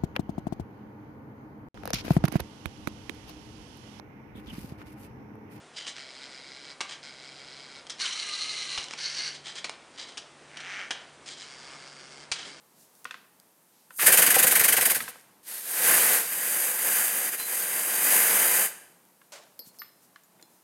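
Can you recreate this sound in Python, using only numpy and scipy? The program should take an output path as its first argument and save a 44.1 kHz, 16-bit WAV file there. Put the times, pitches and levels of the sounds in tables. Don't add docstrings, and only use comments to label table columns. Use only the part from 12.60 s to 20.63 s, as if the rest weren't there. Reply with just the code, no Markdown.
import sys
import numpy as np
from scipy import signal
from scipy.fft import rfft, irfft, next_fast_len
from scipy.io import wavfile
from scipy.ndimage import uniform_filter1d

SR = 44100
rng = np.random.default_rng(int(sys.argv[2]) if len(sys.argv) > 2 else 0)


def generate_wav(sig):
    pcm = np.round(np.clip(np.atleast_2d(sig).T, -1, 1) * 32767).astype(np.int16)
    wavfile.write(sys.argv[1], SR, pcm)


def undo_db(level):
    steps = np.asarray(level, float) / 20
    return 10 ** steps


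N = 354123
TIME = np.arange(N) / SR
HZ = np.fft.rfftfreq(next_fast_len(N), 1 / SR) + 1e-3


def unit(x):
    return x / np.sqrt(np.mean(x ** 2))


def colour(points):
    hz, db = np.transpose(points)
    return undo_db(np.interp(np.log(HZ), np.log(hz), db))


def above(hz, steep=6):
    return 1 / np.sqrt(1 + (hz / HZ) ** steep)


def below(hz, steep=6):
    return np.sqrt(1 - above(hz, steep) ** 2)


def noise(gain):
    size = next_fast_len(N)
    return unit(irfft(rfft(rng.standard_normal(size)) * gain, size)[:N])


def hiss_burst(t):
    return rng.standard_normal(len(t))


def band(x, hz, q):
    return signal.lfilter(*signal.iirpeak(min(hz, .45 * SR), q, fs=SR), x)


def walk(rate, count=N):
    hold = int(SR / rate)
    levels = rng.standard_normal(count // 64)
    steps = levels[np.arange(count) // hold]
    return unit(uniform_filter1d(uniform_filter1d(steps, hold), hold))


def bump(t, middle, half):
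    return np.exp(-((t - middle) / half) ** 2)


def fade(t, t60):
    return np.exp(-np.log(1000) * t / t60)


def add(out, s, x):
    i = int(s * SR)
    out[i:i + len(x)] += x[:N - i]


def shed(x, db, dull_hz):
    t60_s, treble_t60_s, first_echo_s = .65, .3, .004
    t = TIME[:SR]
    dull = signal.lfilter(*signal.butter(1, dull_hz, fs=SR), rng.standard_normal(SR)) * fade(t, t60_s)
    bright = .4 * rng.standard_normal(SR) * fade(t, treble_t60_s)
    tail = (dull + bright) * (t > first_echo_s)
    return x + undo_db(db) * signal.fftconvolve(x, tail / np.sqrt(np.sum(tail ** 2)))[:N]


# frequency [Hz], level per Hz [dB].
QUIET_COLOUR = [(15, -54.5), (25, -24.5), (70, -21), (174, -1), (437, -5.5), (791, -5.5), (857, -3.5),
                (1190, -9), (3310, -15.5), (14600, -13.5), (15800, -23.5)]


def quiet():
    level_db, split_hz = -63.5, 1500
    shape = colour(QUIET_COLOUR)
    swell = undo_db(1.2 * walk(3) + 1.2 * walk(15))
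    rumble = noise(shape * below(split_hz, steep=1.8)) * swell
    hiss = undo_db(-.5) * noise(shape * above(split_hz, steep=1.8))
    return undo_db(level_db) * unit(rumble + hiss)


# middle [s], level [dB], half length [s], centre [Hz].
BRUSH_PASSES = [(.2, -70, .2, 6000), (0.219, -60.5, 0.055, 9000), (.39, -64.5, 0.066, 11000),
                (1.199, -67.5, .1, 4960), (6.65, -71, .03, 9050), (7.076, -54, .025, 10000),
                (7.16, -63, .03, 9000), (7.44, -63, .03, 9000), (7.95, -67, 0.076, 10000)]


def brushes():
    out, t = np.zeros(N), TIME[:SR // 2]
    lead_s = .2
    for s, db, half, hz in BRUSH_PASSES:
        rub = band(band(hiss_burst(t), hz, .8), hz, .8)
        add(out, s - lead_s, undo_db(db + 5) * rub * bump(t, lead_s, half))
    return out


# start [s], peak [dB], centre [Hz].
BARE_TICKS = [(0.2114, -46, 8130), (0.3524, -44, 7850), (0.4449, -31, 7570), (0.7996, -37, 7520),
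              (2.5855, -43, 10900), (2.5974, -42, 7950), (2.6114, -45, 10590), (6.4522, -46, 8690),
              (6.4875, -50, 10000), (6.992, -26, 11900), (7.1874, -36, 12000), (7.636, -45, 7000),
              (7.8136, -43, 7000), (7.8261, -32, 5500)]


def ticks():
    out, t = np.zeros(N), TIME[:SR // 2]
    for s, db, hz in BARE_TICKS:
        add(out, s, undo_db(db - 1) * band(hiss_burst(t) * fade(t, .0065), hz, 1.2))
    return out


# start [s], peak [dB], pitch [Hz].
KNUCKLE_KNOCKS = [(0.453, -21, 1516), (0.542, -28, 1540), (1.306, -35, 1540), (1.394, -19, 1690),
                  (2.404, -18, 1943), (2.479, -24, 1550), (2.557, -39, 1285), (4.736, -28.5, 1645),
                  (4.797, -27.5, 1635)]
# start [s], peak [dB], pitch [Hz].
NAIL_RAPS = [(0.509, -26, 1510)]
# start [s], peak [dB], pitch [Hz].
FINGERTIP_THUDS = [(6.615, -43, 1680), (7.145, -54, 1670), (7.218, -29, 1770), (7.559, -35, 1750),
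                   (7.796, -49, 2150)]
# multiple of the pitch [ratio], level [dB].
CASING_MODES = [(.67, -3.5), (.85, -4.5), (1.0, 1), (1.22, -3.5), (1.7, -6), (2.3, -11)]


def casing_touches():
    out, t = np.zeros(N), TIME[:SR // 2]
    knuckle, nail, fingertip = (1, -6, -20), (9.5, .6, -15), (-2.5, -6, -20)
    touches = [(*row, *knuckle) for row in KNUCKLE_KNOCKS]
    touches += [(*row, *nail) for row in NAIL_RAPS]
    touches += [(*row, *fingertip) for row in FINGERTIP_THUDS]
    for s, db, pitch_hz, tilt_db, crack_db, rattle_db in touches:
        ring = 0
        for multiple, mode_db in CASING_MODES:
            phase, detune = rng.random(2)
            hz = multiple * pitch_hz * (.95 + .1 * detune)
            level = undo_db(mode_db + tilt_db * np.log2(multiple))
            ring = ring + level * np.sin(2 * np.pi * (hz * t + phase)) * fade(t, .028 / multiple ** .48)
        crack = undo_db(crack_db) * band(band(hiss_burst(t), 2600, .5), 2600, .45) * fade(t, .03)
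        rattle = undo_db(rattle_db + 6) * band(band(hiss_burst(t), 2300, .7), 2300, .7) * fade(t, .4)
        add(out, s, undo_db(db - 6.5) * (ring * np.minimum(t / .0011, 1) + crack + rattle))
    return out


# start [s], peak [dB].
FLOOR_SLAPS = [(.453, -40), (.511, -44), (.545, -47), (1.306, -48), (1.489, -23), (1.539, -24),
               (1.589, -22), (1.622, -25), (1.68, -18), (1.764, -11), (1.841, -17), (1.909, -25),
               (2.009, -21), (2.082, -24), (2.139, -27), (2.181, -21), (2.273, -27), (2.365, -27),
               (2.408, -32), (2.485, -34), (2.556, -43)]
# frequency [Hz], level [dB], t60 [s].
BASE_MODES = [(160, -12, .06), (260, -9, .05), (495, -2, .06), (740, -3, .045), (1050, -8, .03),
              (1220, -8, .03)]


def slaps():
    out, t = np.zeros(N), TIME[:SR // 8]
    for s, db in FLOOR_SLAPS:
        ring = 0
        for hz, mode_db, t60 in BASE_MODES:
            chance = rng.standard_normal()
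            tone = np.sin(2 * np.pi * hz * (1 + .02 * chance) * t)
            ring = ring + undo_db(mode_db + 2.5 * chance) * tone * fade(t, t60)
        add(out, s, undo_db(db - 5.5) * ring * np.minimum(t / .004, 1))
    return out


# time [s], speed [turns per s].
FLYWHEEL_SPEED = [
    (1.394, 13.014),
    (1.694, 25.372),
    (1.764, 24.035),
    (2.277, 22.92),
    (2.5, 10.171),
]


def speed():
    port_lead_s = .003
    return np.interp(TIME + port_lead_s, *np.transpose(FLYWHEEL_SPEED), left=0, right=0)


def port(lag):
    rise, fall, sag, open_share = .11, .08, .4, .64
    turns = np.cumsum(speed()) / SR - lag
    angle = turns % 1
    opening = np.clip(angle / rise, 0, 1) * (1 - sag * angle)
    gate = opening / (1 + np.exp((angle - open_share) / fall))
    return np.maximum(turns, 0).astype(int), (gate - .5) * (speed() > 0)


# time [s], flow as level of the jet [dB].
VALVE_SQUEEZES = [
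    [(1.3, -66), (1.36, -48), (1.396, -30), (1.47, -17), (1.75, -20), (2.27, -23), (2.365, -27.5),
     (2.42, -43), (2.51, -46)],
    [(2.83, -65), (2.885, -39.5), (2.95, -35.5), (3.03, -40), (3.11, -31), (3.2, -25.5), (3.29, -18.5),
     (3.55, -21), (3.665, -32)],
    [(3.665, -32), (3.75, -29), (4.04, -25.5), (4.17, -29), (4.28, -25), (4.39, -23.5), (4.49, -27),
     (4.9, -29), (5, -28)],
    [(5, -28), (5.32, -27.5), (5.53, -20), (6.01, -22.5), (6.06, -26), (6.13, -55)],
]
# middle [s], dip [dB], half length [s].
FLYWHEEL_FLICKS = [
    (4.711, -8, .012),
    (4.772, -9, .018),
    (4.845, -5, .04),
]


def air_flow():
    flow = 0
    for squeeze in VALVE_SQUEEZES:
        s, db = np.transpose(squeeze)
        flow = flow + undo_db(np.interp(TIME, s, db, left=-150, right=-150))
    dips_db = sum(db * bump(TIME, s, half) for s, db, half in FLYWHEEL_FLICKS)
    return flow * undo_db(dips_db) / undo_db(-25)


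# frequency [Hz], level per Hz [dB].
AIR_COLOUR = [(24, -79.5), (40, -51), (75, -41), (175, -14), (362, -12), (488, -6), (553, -8.5), (1330, -9),
              (1620, -2), (4300, -15.5), (4640, -11), (5670, -14), (8670, -4.5), (12600, -1.5),
              (15800, -12.5)]
# frequency [Hz], width [Hz], lift [dB].
AIR_CAVITIES = [(495, 50, 3), (740, 80, 2.5), (1596, 90, 2), (2010, 70, 2), (2526, 220, 2), (3040, 110, 4),
                (3400, 130, -5), (4400, 130, -8), (4710, 170, 5), (5400, 200, -5), (6460, 400, 4),
                (7700, 300, -2.5), (8600, 600, 2.5)]


def air():
    usual_db, leak_db = -25, -69
    case_lag = .25
    chop_growth_db_per_turn, puff_scatter_db = .1, 1.3
    shape = colour(AIR_COLOUR)
    for hz, width, db in AIR_CAVITIES:
        shape = shape * undo_db(db / (1 + (2 * (HZ - hz) / width) ** 2))
    stalled = TIME >= VALVE_SQUEEZES[1][0][0]
    settled = TIME >= VALVE_SQUEEZES[2][0][0]

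    jet = noise(shape * above(6000))
    port_band = shape * above(1250) * below(3400)
    exhaust = np.where(stalled, noise(port_band), noise(port_band * above(1600, steep=2)))
    crankcase = noise(shape * below(1250))
    muffler_band = above(3400) * below(6000)
    muffler = np.where(settled, noise(shape * muffler_band), noise(muffler_band))

    flow = air_flow()
    eddies_db = .35 * walk(25) + .8 * walk(300)
    gives_way = TIME > FLYWHEEL_SPEED[0][0] - .008
    # part, when heard, lag in turns, dB while turning, dB while stalled, dB per dB of flow, chop in dB
    parts = [(jet, 1, 0, 0, 0, 1, 10),
             (exhaust, gives_way, 0, -9, -10.5, 1.12, 12.5),
             (crankcase, gives_way, case_lag, -15.5, -15, 1.2, 8),
             (muffler, gives_way, 0, -14, -14.5, .7, 3.5)]
    blast = 0
    for part, heard, lag, turning_db, stalled_db, slope, chop_db in parts:
        turn, gate = port(lag)
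        scatter_db = puff_scatter_db * rng.standard_normal(32)[turn]
        lift_db = chop_db + chop_growth_db_per_turn * turn + scatter_db
        level_db = usual_db + np.where(stalled, stalled_db, turning_db)
        db = level_db + lift_db * gate + eddies_db + .55 * walk(40)
        blast = blast + flow ** slope * undo_db(db) * heard * part
    leak = undo_db(leak_db + 1.5 * walk(3)) * jet
    return shed(blast, db=-13.5, dull_hz=5500) + leak


def shake():
    force = uniform_filter1d((speed() / 24) ** 1.3, size=SR // 12)
    drumming = noise(above(125, steep=7) * below(230))
    return force * undo_db(-51.5 + 2.5 * walk(20)) * drumming


def lurch():
    return undo_db(-63) * bump(TIME, 2.43, .07) * noise(above(20) * below(60))


def squeak():
    start_s, length_s, hz, level_db = 4.79, .085, 4070, -38
    out, t = np.zeros(N), TIME[:SR // 8]
    held = np.clip(t / .004, 0, 1) * fade(t, .7) / (1 + np.exp((t - length_s) / .004))
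    tone = np.sin(2 * np.pi * hz * t + .8 * walk(150, count=len(t)))
    add(out, start_s, undo_db(level_db + 1.1 * walk(120, count=len(t))) * tone * held)
    return out


# frequency [Hz], level per Hz [dB].
SPIT_SPECTRUM = [(59, -76), (100, -44.5), (568, -2.5), (850, -13), (905, -9.5), (1710, -12.5), (1940, -13),
                 (7220, -13), (15800, -31.5)]


def spit():
    start_s, level_db, bass_t60_s, treble_t60_s, split_hz = 6.72, -45, .55, .24, 4500
    t, shape = np.maximum(TIME - start_s, 0), colour(SPIT_SPECTRUM)
    bass = noise(shape * below(split_hz, steep=2)) * fade(t, bass_t60_s)
    treble = undo_db(1) * noise(shape * above(split_hz, steep=2)) * fade(t, treble_t60_s)
    return undo_db(level_db + 1.2 * walk(200)) * (bass + treble) * np.minimum(t / .0012, 1)


# frequency [Hz], level [dB], t60 [s].
FIN_PINGS = [
    (6.993, 1.8, [(470, -50, .1), (300, -54, .08), (4264, -52, .4), (4550, -54, .3), (4900, -50, .2), (5300, -54, .2), (7020, -60, .06), (9000, -56, .06), (11800, -35, 0.077), (12400, -48, .2)]),
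    (7.07, .4, [(199, -60, 0.1)]),
    (7.192, .5, [(470, -58, .08), (4060, -61, .5), (4484, -56, .4), (5170, -53, 0.46), (6000, -52, .04), (8952, -58, .12), (12000, -44, .25), (12110, -40, .25)]),
    (7.636, .8, [(7000, -60, .07), (12300, -60, .1), (13400, -60, .05)]),
    (7.815, .9, [(7000, -59, .1), (13400, -64, .05)]),
    (7.826, 1.3, [(347, -58, .08), (3500, -64, .25), (4100, -63, .25), (5200, -65, .2), (7000, -59, 0.075), (9000, -60, 0.057), (12800, -57, .08)]),
]


def pings():
    out, t = np.zeros(N), TIME[:SR // 2]
    for s, rattle, modes in FIN_PINGS:
        ring = 0
        for hz, db, t60 in modes:
            level = undo_db(db + 3.5 * walk(180, count=len(t)))
            tone = np.sin(2 * np.pi * hz * t + rattle * walk(150, count=len(t)))
            ring = ring + level * tone * (fade(t, t60) + .8 * fade(t, .02))
        add(out, s, ring * np.minimum(t / .0015, 1))
    return out


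def scene():
    handling = brushes() + ticks() + casing_touches() + slaps() + squeak() + pings()
    mono = quiet() + shed(handling, db=-18, dull_hz=2500) + air() + shake() + lurch() + spit()
    return np.array([mono, mono])


def roll_off(x):
    return signal.sosfilt(signal.butter(12, 15960, fs=SR, output="sos"), x)


def record(dry):
    rounded = np.tanh(.9 * dry) / .9
    thin = signal.sosfilt(signal.butter(2, 55, "high", fs=SR, output="sos"), rounded)
    cut = signal.sosfilt(signal.ellip(10, .2, 80, 15920, fs=SR, output="sos"), thin)
    return roll_off(cut)


dry = scene()
out = record(dry)
generate_wav(out)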